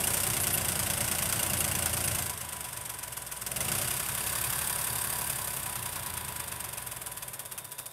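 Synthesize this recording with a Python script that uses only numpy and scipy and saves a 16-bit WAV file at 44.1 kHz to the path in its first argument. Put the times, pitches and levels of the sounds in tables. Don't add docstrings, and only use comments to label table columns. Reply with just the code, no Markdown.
import sys
import numpy as np
from scipy import signal
from scipy.io import wavfile
from scipy.ndimage import uniform_filter1d

SR = 44100
rng = np.random.default_rng(int(sys.argv[2]) if len(sys.argv) > 2 else 0)


def dump_mix(stems):
    frames = np.atleast_2d(stems).T
    limited = np.clip(frames, -1, 1)
    pcm = np.round(limited * 32767).astype(np.int16)
    wavfile.write(sys.argv[1], SR, pcm)


def gain_from_db(level_db):
    decades = np.asarray(level_db, float) / 20
    return 10 ** decades


N = 349272


def evened(x, span_s=0.22):
    size = int(span_s * SR)
    power = uniform_filter1d(uniform_filter1d(x ** 2, size=size), size=size)
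    return x / np.sqrt(np.maximum(power, 1e-20))


def coloured(x, spectrum):
    size = 16384
    hz = abs(np.fft.fftfreq(size, 1 / SR))
    point_hz, point_db = np.transpose(spectrum)
    gain_db = np.interp(np.log(hz + 1), np.log(point_hz + 1), point_db)
    log_gain = np.log(gain_from_db(np.maximum(gain_db, -100)))
    taps = np.fft.ifft(np.exp(np.conj(signal.hilbert(log_gain)))).real[:size // 2]
    return signal.oaconvolve(x, taps)[:N]


def split(x, hz, kind):
    return signal.sosfilt(signal.butter(4, hz, kind, fs=SR, output="sos"), x)


def blows(firings, place, scatter_db, slack):
    luck = np.clip(rng.standard_normal((80, 2)), -1.7, 1.5)
    at = 3 * np.arange(len(luck)) + place + slack * luck[:, 0]
    out = np.zeros(N + 1)
    out[np.searchsorted(firings, at)] = gain_from_db(scatter_db * luck[:, 1])
    return out[:N]


def ring(clicks, hz, t60):
    t = np.arange(int(1.2 * t60 * SR)) / SR
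    return signal.oaconvolve(clicks, gain_from_db(-60 * t / t60) * np.sin(2 * np.pi * hz * t))[:N]


def law_db(law, load, speed, flank):
    base_db, load_db, over_db, under_db, flank_db = law
    speed_db = over_db * np.maximum(speed, 0) + under_db * np.minimum(speed, 0)
    return base_db + load_db * load + speed_db + flank_db * flank


# place [firings], level_db, load_gain_db, t60_s, second_knock_gap_s, second_knock_db
KNOCKS = [
    (.6, -2, 9.5, 0.023, 0.0041, 11),
    (1.57, -4, 11, 0.046, 0.0045, 11),
    (2.59, 3, 5.5, 0.036, 0.0044, 7),
    (.2, -11, 10, 0.017, .01, -26),
    (1.2, -16.5, 9, 0.031, .01, -24),
    (1.3, -7.5, -18, 0.032, 0.011, -26),
    (1.77, 4.5, -14.5, 0.0075, .004, -12),
    (2.79, 5.5, -15, 0.013, .004, -16),
]
# place [firings], pitch_hz, level_db, t60_s, load_gain_db, speed_gain_db
RINGING_PARTS = [(1.66, 2800, 3, .045, 18, -3), (1.66, 2200, -8, .04, 12, -3), (2.62, 2080, -5, .05, 8, -3),
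                 (2.66, 3350, -6, .04, -4, -3), (2.66, 2530, -7, .05, -8, 0), (2.64, 6120, -4, .04, 3, -5),
                 (.7, 4700, -8, .032, -4, 6), (2.7, 4950, -10, .02, -6, 3), (1.76, 8450, 0, .03, -4, 2),
                 (2.62, 8700, -1, .03, 3, 0), (.76, 9400, -4, .04, -4, -3), (.7, 11200, -2, .02, 0, 3),
                 (2.7, 12700, -6, .025, -3, 5), (1.78, 13700, -6, .02, -3, 8)]
# pitch_hz, level_db [dB per Hz]
HISS_BESIDE = [(710, -42), (1200, -5.5), (1510, -1), (1720, -17), (2040, -3), (2430, -7), (2760, -2.5),
               (4080, -13), (4800, -7.5), (6950, -11.5), (8720, -2), (10000, -5.5), (12300, -5),
               (15200, -16.5), (16000, -20)]
# pitch_hz, level_db [dB per Hz]
HISS_BEHIND = [(710, -36.5), (1200, 0.5), (1540, -1), (1980, -7.5), (2620, -1.5), (3290, -6), (3590, -3),
               (4170, -11.5), (4700, -5.5), (6230, -12), (7820, -8), (8720, -2.5), (13000, -4),
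               (15000, -13.5), (16000, -11.5)]
# start_s, end_s
MOVE = (3.2, 4.5)


def clatter(t, firings, load, speed):
    age = np.arange(SR // 16) / SR
    power, struck = np.zeros(N), np.zeros(N)
    for place, db, load_db, t60, gap_s, second_db in KNOCKS:
        first = gain_from_db(2 * (db + load_db * load)) * blows(firings, place, 3.3, 0.0096)
        second = gain_from_db(2 * (db + second_db)) * np.roll(blows(firings, place, 2.0, 0.014), int(gap_s * SR))
        decay = gain_from_db(-120 * age / t60)
        power += signal.oaconvolve(first, decay * (1 - np.exp(-age / 0.0017)))[:N]
        power += signal.oaconvolve(second, decay * (1 - np.exp(-age / 0.0029)) ** 2)[:N]
        struck += first + second / 4

    fade = gain_from_db(-120 / (0.22 * SR))
    power += gain_from_db(-22.5 + 5.9 * speed) * signal.lfilter([1], [1, -fade], struck)
    power = evened(np.sqrt(np.maximum(power, 0))) ** 2 + gain_from_db(-21 + 3.8 * speed)

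    rattle = gain_from_db(1.47 * evened(uniform_filter1d(rng.standard_normal(N), size=60)))
    drive = np.sqrt(power) * rattle * rng.standard_normal(N)
    moved = np.interp(t, MOVE, (0, 1))
    beside = evened(coloured(drive, HISS_BESIDE))
    behind = evened(coloured(drive, HISS_BEHIND))
    hiss = evened((1 - moved) * beside + moved * behind)

    rings = np.zeros(N)
    for place, hz, db, t60, load_db, speed_db in RINGING_PARTS:
        gain = gain_from_db(db + load_db * (load - 1.0) + speed_db * speed)
        rings += gain * ring(blows(firings, place, 4.0, 0.014), hz, t60)
    return hiss + gain_from_db(-0.5) * rings


# pitch_hz, level_db [dB per Hz]
ROAR_SPECTRUM = [(18, -15), (30, -27.5), (102, -1.5), (131, -0.5), (242, -12.5), (486, -15), (549, -10),
                 (794, -6), (994, -3), (1250, -13), (1560, -8), (1950, -11), (3000, -14.5), (3470, -11.5),
                 (4000, -16), (5200, -45), (8800, -120)]
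# pitch_hz, level_db
STACK = [(38, -79), (50, -66.5), (60, -59.5), (72, -57), (82, -53.5), (95, -59), (108, -65)]
# pitch_hz, level_db
SILENCER = [(60, -30), (118, -11), (140, -13), (155, -18.5), (200, -16.5), (260, -27.5), (365, -19.5),
            (420, -32)]
# coasting_db, load_gain_db, overspeed_gain_db, underspeed_gain_db, flank_gain_db
PIPE_LAW = (-50.5, 9.5, -1.5, 5.5, 0)


def response(spectrum, hz):
    point_hz, point_db = np.transpose(spectrum)
    return np.interp(np.log(hz), np.log(point_hz), point_db)


def cycle_tone(order, firings):
    return np.sqrt(2) * np.sin(2 * np.pi * (order * firings / 3 + order ** 2 / 14))


def exhaust(t, firings, load, speed):
    cycle_hz = np.gradient(firings) * SR / 3
    step = 16
    slow_t, slow_firings, slow_load = t[::step], firings[::step], load[::step]
    orders = np.zeros(len(slow_t))
    for order in set(range(4, 40)) - {6, 9}:
        hz = order * cycle_hz[::step]
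        waver = np.interp(slow_t, np.linspace(0, t[-1], num=40), rng.standard_normal(size=40))
        db = 1.5 * waver + response(SILENCER, hz)
        db += 4.5 * (order % 3 == 0)
        db += -10 * (1 - slow_load) * np.maximum(np.log2(hz / 148), 0)
        orders += gain_from_db(db) * cycle_tone(order, slow_firings)

    turbulence = evened(split(coloured(rng.standard_normal(N), ROAR_SPECTRUM), 260, "low"))
    turbulence *= gain_from_db(-4 * np.clip(speed, 0, 1))
    rest = signal.resample_poly(orders, step, 1)[:N] + gain_from_db(-3.0) * turbulence
    rest = split(rest, 76.5, "high")

    second = gain_from_db(response(STACK, 6 * cycle_hz) + 10 * load) * cycle_tone(6, firings)
    third = gain_from_db(response(STACK, 9 * cycle_hz) + 10 * load) * cycle_tone(9, firings)
    return second + third + gain_from_db(law_db(PIPE_LAW, load, speed, 0)) * rest


# pitch_hz, t60_s, level_db, load_gain_db,
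# speed_gain_db
PANELS = [(595, .07, -10, 4.5, -1), (665, 0.029, -7, 10, -5.5), (767, 0.013, 0.5, 8, -1.5),
          (4760, 0.0076, -19.5, 0, 5), (3690, 0.01, -41, -9, -14), (1506, 0.061, -19, 3, 6),
          (1710, 0.052, -31.5, -7.5, 13), (1110, 0.21, -33, -8, 14), (393, 0.29, -20, 6, -0.5),
          (451.6, 0.077, -25, -5.5, 1.5), (288, 0.025, -13.5, 10, -1), (124.8, 0.28, -12.5, 0, 5),
          (206, 0.13, -6.5, 11, -1)]


def roar(firings, load, speed):
    firing_db = 1.27 * np.cos(2 * np.pi * (firings - 0.8))
    cycle_db = 0.95 * np.cos(2 * np.pi * (firings - 2.9) / 3)
    shake = gain_from_db(firing_db + cycle_db) * rng.standard_normal(N)
    panels = np.zeros(N)
    for hz, t60, db, load_db, speed_db in PANELS:
        gain = gain_from_db(db + load_db * (load - 1.5) + speed_db * speed)
        panels += gain * evened(ring(shake, hz, t60), span_s=1)
    return evened(evened(split(coloured(shake, ROAR_SPECTRUM), 211, "high")) + panels)


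def sump(firings):
    drive = blows(firings, 2.8, 5.2, 0.0022) + 0.011 * rng.standard_normal(N)
    main_mode = evened(ring(drive, hz=985, t60=0.7), span_s=0.13)
    damped_mode = evened(ring(drive, hz=1064, t60=0.098))
    return main_mode + gain_from_db(-5.0) * damped_mode


def gears(firings):
    teeth_per_firing = 45.3
    wander = 1 + 0.004 * evened(uniform_filter1d(rng.standard_normal(N), size=1500))
    flutter = gain_from_db(2.7 * evened(uniform_filter1d(rng.standard_normal(N), size=2000)))
    return flutter * np.sin(2 * np.pi * teeth_per_firing * np.cumsum(np.gradient(firings) * wander))


# start_s, level_db, length_s, upper_partial_db, lower_partial_db
SQUEAKS = [
    (0.407, -26, 0.03, -1, -9),
    (0.522, -25.5, 0.043, 4, -7),
    (1.2206, -30, 0.028, 3, -7),
    (1.577, -29, 0.033, -2, 1),
    (2.04, -26, 0.034, -6, -5),
]
# main_hz, upper_hz, lower_hz
SQUEAK_HZ = (11000, 11900, 9200)


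def squeaks():
    out = np.zeros(N)
    for start_s, db, length_s, upper_db, lower_db in SQUEAKS:
        t = np.arange(int(max(length_s, 0.005) * SR)) / SR
        tone = np.zeros(len(t))
        for partial_db, hz in zip((0, upper_db, lower_db), SQUEAK_HZ):
            tone += gain_from_db(partial_db) * np.sin(2 * np.pi * hz * t)
        out[int(start_s * SR):][:len(t)] += gain_from_db(db - 5.0) * tone * signal.windows.tukey(len(t), 0.6)
    return out


# start_s, firing_rate_hz
SPEED = [(0.0, 29.12), (0.17, 31.18), (0.61, 27.64), (1.17, 28.14), (1.38, 29.18), (1.55, 27.8),
         (2.27, 27.39), (3.28, 20.1), (3.54, 20.3), (3.72, 30.15), (3.88, 33.03), (4.05, 33.39),
         (4.65, 35.1), (5.29, 34.97), (5.69, 31.16), (6.5, 24.72), (6.95, 20.34), (7.93, 12.7)]
# start_s, load [0-1], nearness_db, flank facing the listener [0-1]
ENGINE = [(0.0, 1.0, 0.5, 0.65), (0.4, 0.99, -0.5, 0.23), (1.0, 0.89, 0, 0.05), (1.6, 0.98, 0, 0.16),
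          (2.15, 0.91, -0.5, 0), (2.27, 0.84, -2, 0.7), (2.36, 0, 0.5, 0.17), (3.35, 0.04, 0, 0.14),
          (3.5, 0.76, -2.5, 0), (3.6, .95, -1, 0), (3.8, 1, -1.5, .1), (4.05, 0.51, 0, 0.05),
          (4.45, 0.53, 1.5, 0.43), (5.2, 0.57, -0.5, 1), (5.55, 0.67, -3, 1), (5.9, 0.11, 1.5, 0.36),
          (6.6, 0.12, 0.5, 0.38), (7.92, 0.15, -2.5, 0.44)]
# coasting_db, load_gain_db, overspeed_gain_db, underspeed_gain_db, flank_gain_db
CLATTER_LAW = (-42, 9, 2.5, 0.5, 1)
UNDER_LAW = (-6.5, 1.5, -1, 1, -4)
ROAR_LAW = (-45.5, 7, 0, 3, 0.5)
SUMP_LAW = (-54.5, -3.5, -0.5, 3.5, 9)
GEAR_LAW = (-73, 0, 25, 10, 0)


def scene():
    t = np.arange(N) / SR
    rate_hz = np.interp(t, *np.transpose(SPEED))
    firings = 0.5 + np.cumsum(rate_hz) / SR
    speed = (rate_hz - 28) / 8
    start_s, *columns = np.transpose(ENGINE)
    load, near_db, flank = (np.interp(t, start_s, column) for column in columns)
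    load = np.clip(load, 0, 1)

    def gain(law):
        return gain_from_db(law_db(law, load, speed, flank))

    metal = clatter(t, firings, load, speed)
    upper = evened(split(metal, 7000, "high"))
    under = evened(split(metal, 7000, "low"))
    tractor = None
    metal = upper + gain(UNDER_LAW) * under
    tractor = gain(CLATTER_LAW) * metal
    tractor += exhaust(t, firings, load, speed)
    tractor += gain(ROAR_LAW) * roar(firings, load, speed)
    tractor += gain(SUMP_LAW) * sump(firings)
    tractor += gain(GEAR_LAW) * gears(firings)
    return (gain_from_db(near_db) * tractor + squeaks())[None]


def roll_off(x):
    return signal.sosfilt(signal.butter(12, 16830, fs=SR, output="sos"), x)


def record(dry):
    treble_limit = signal.firwin(511, 15700, window=("kaiser", 9), fs=SR)
    x = signal.oaconvolve(dry, treble_limit[None], "same")
    x = signal.sosfilt(signal.butter(2, 38, "high", fs=SR, output="sos"), x)
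    return roll_off(x)


dry = scene()
out = record(dry)
dump_mix(out)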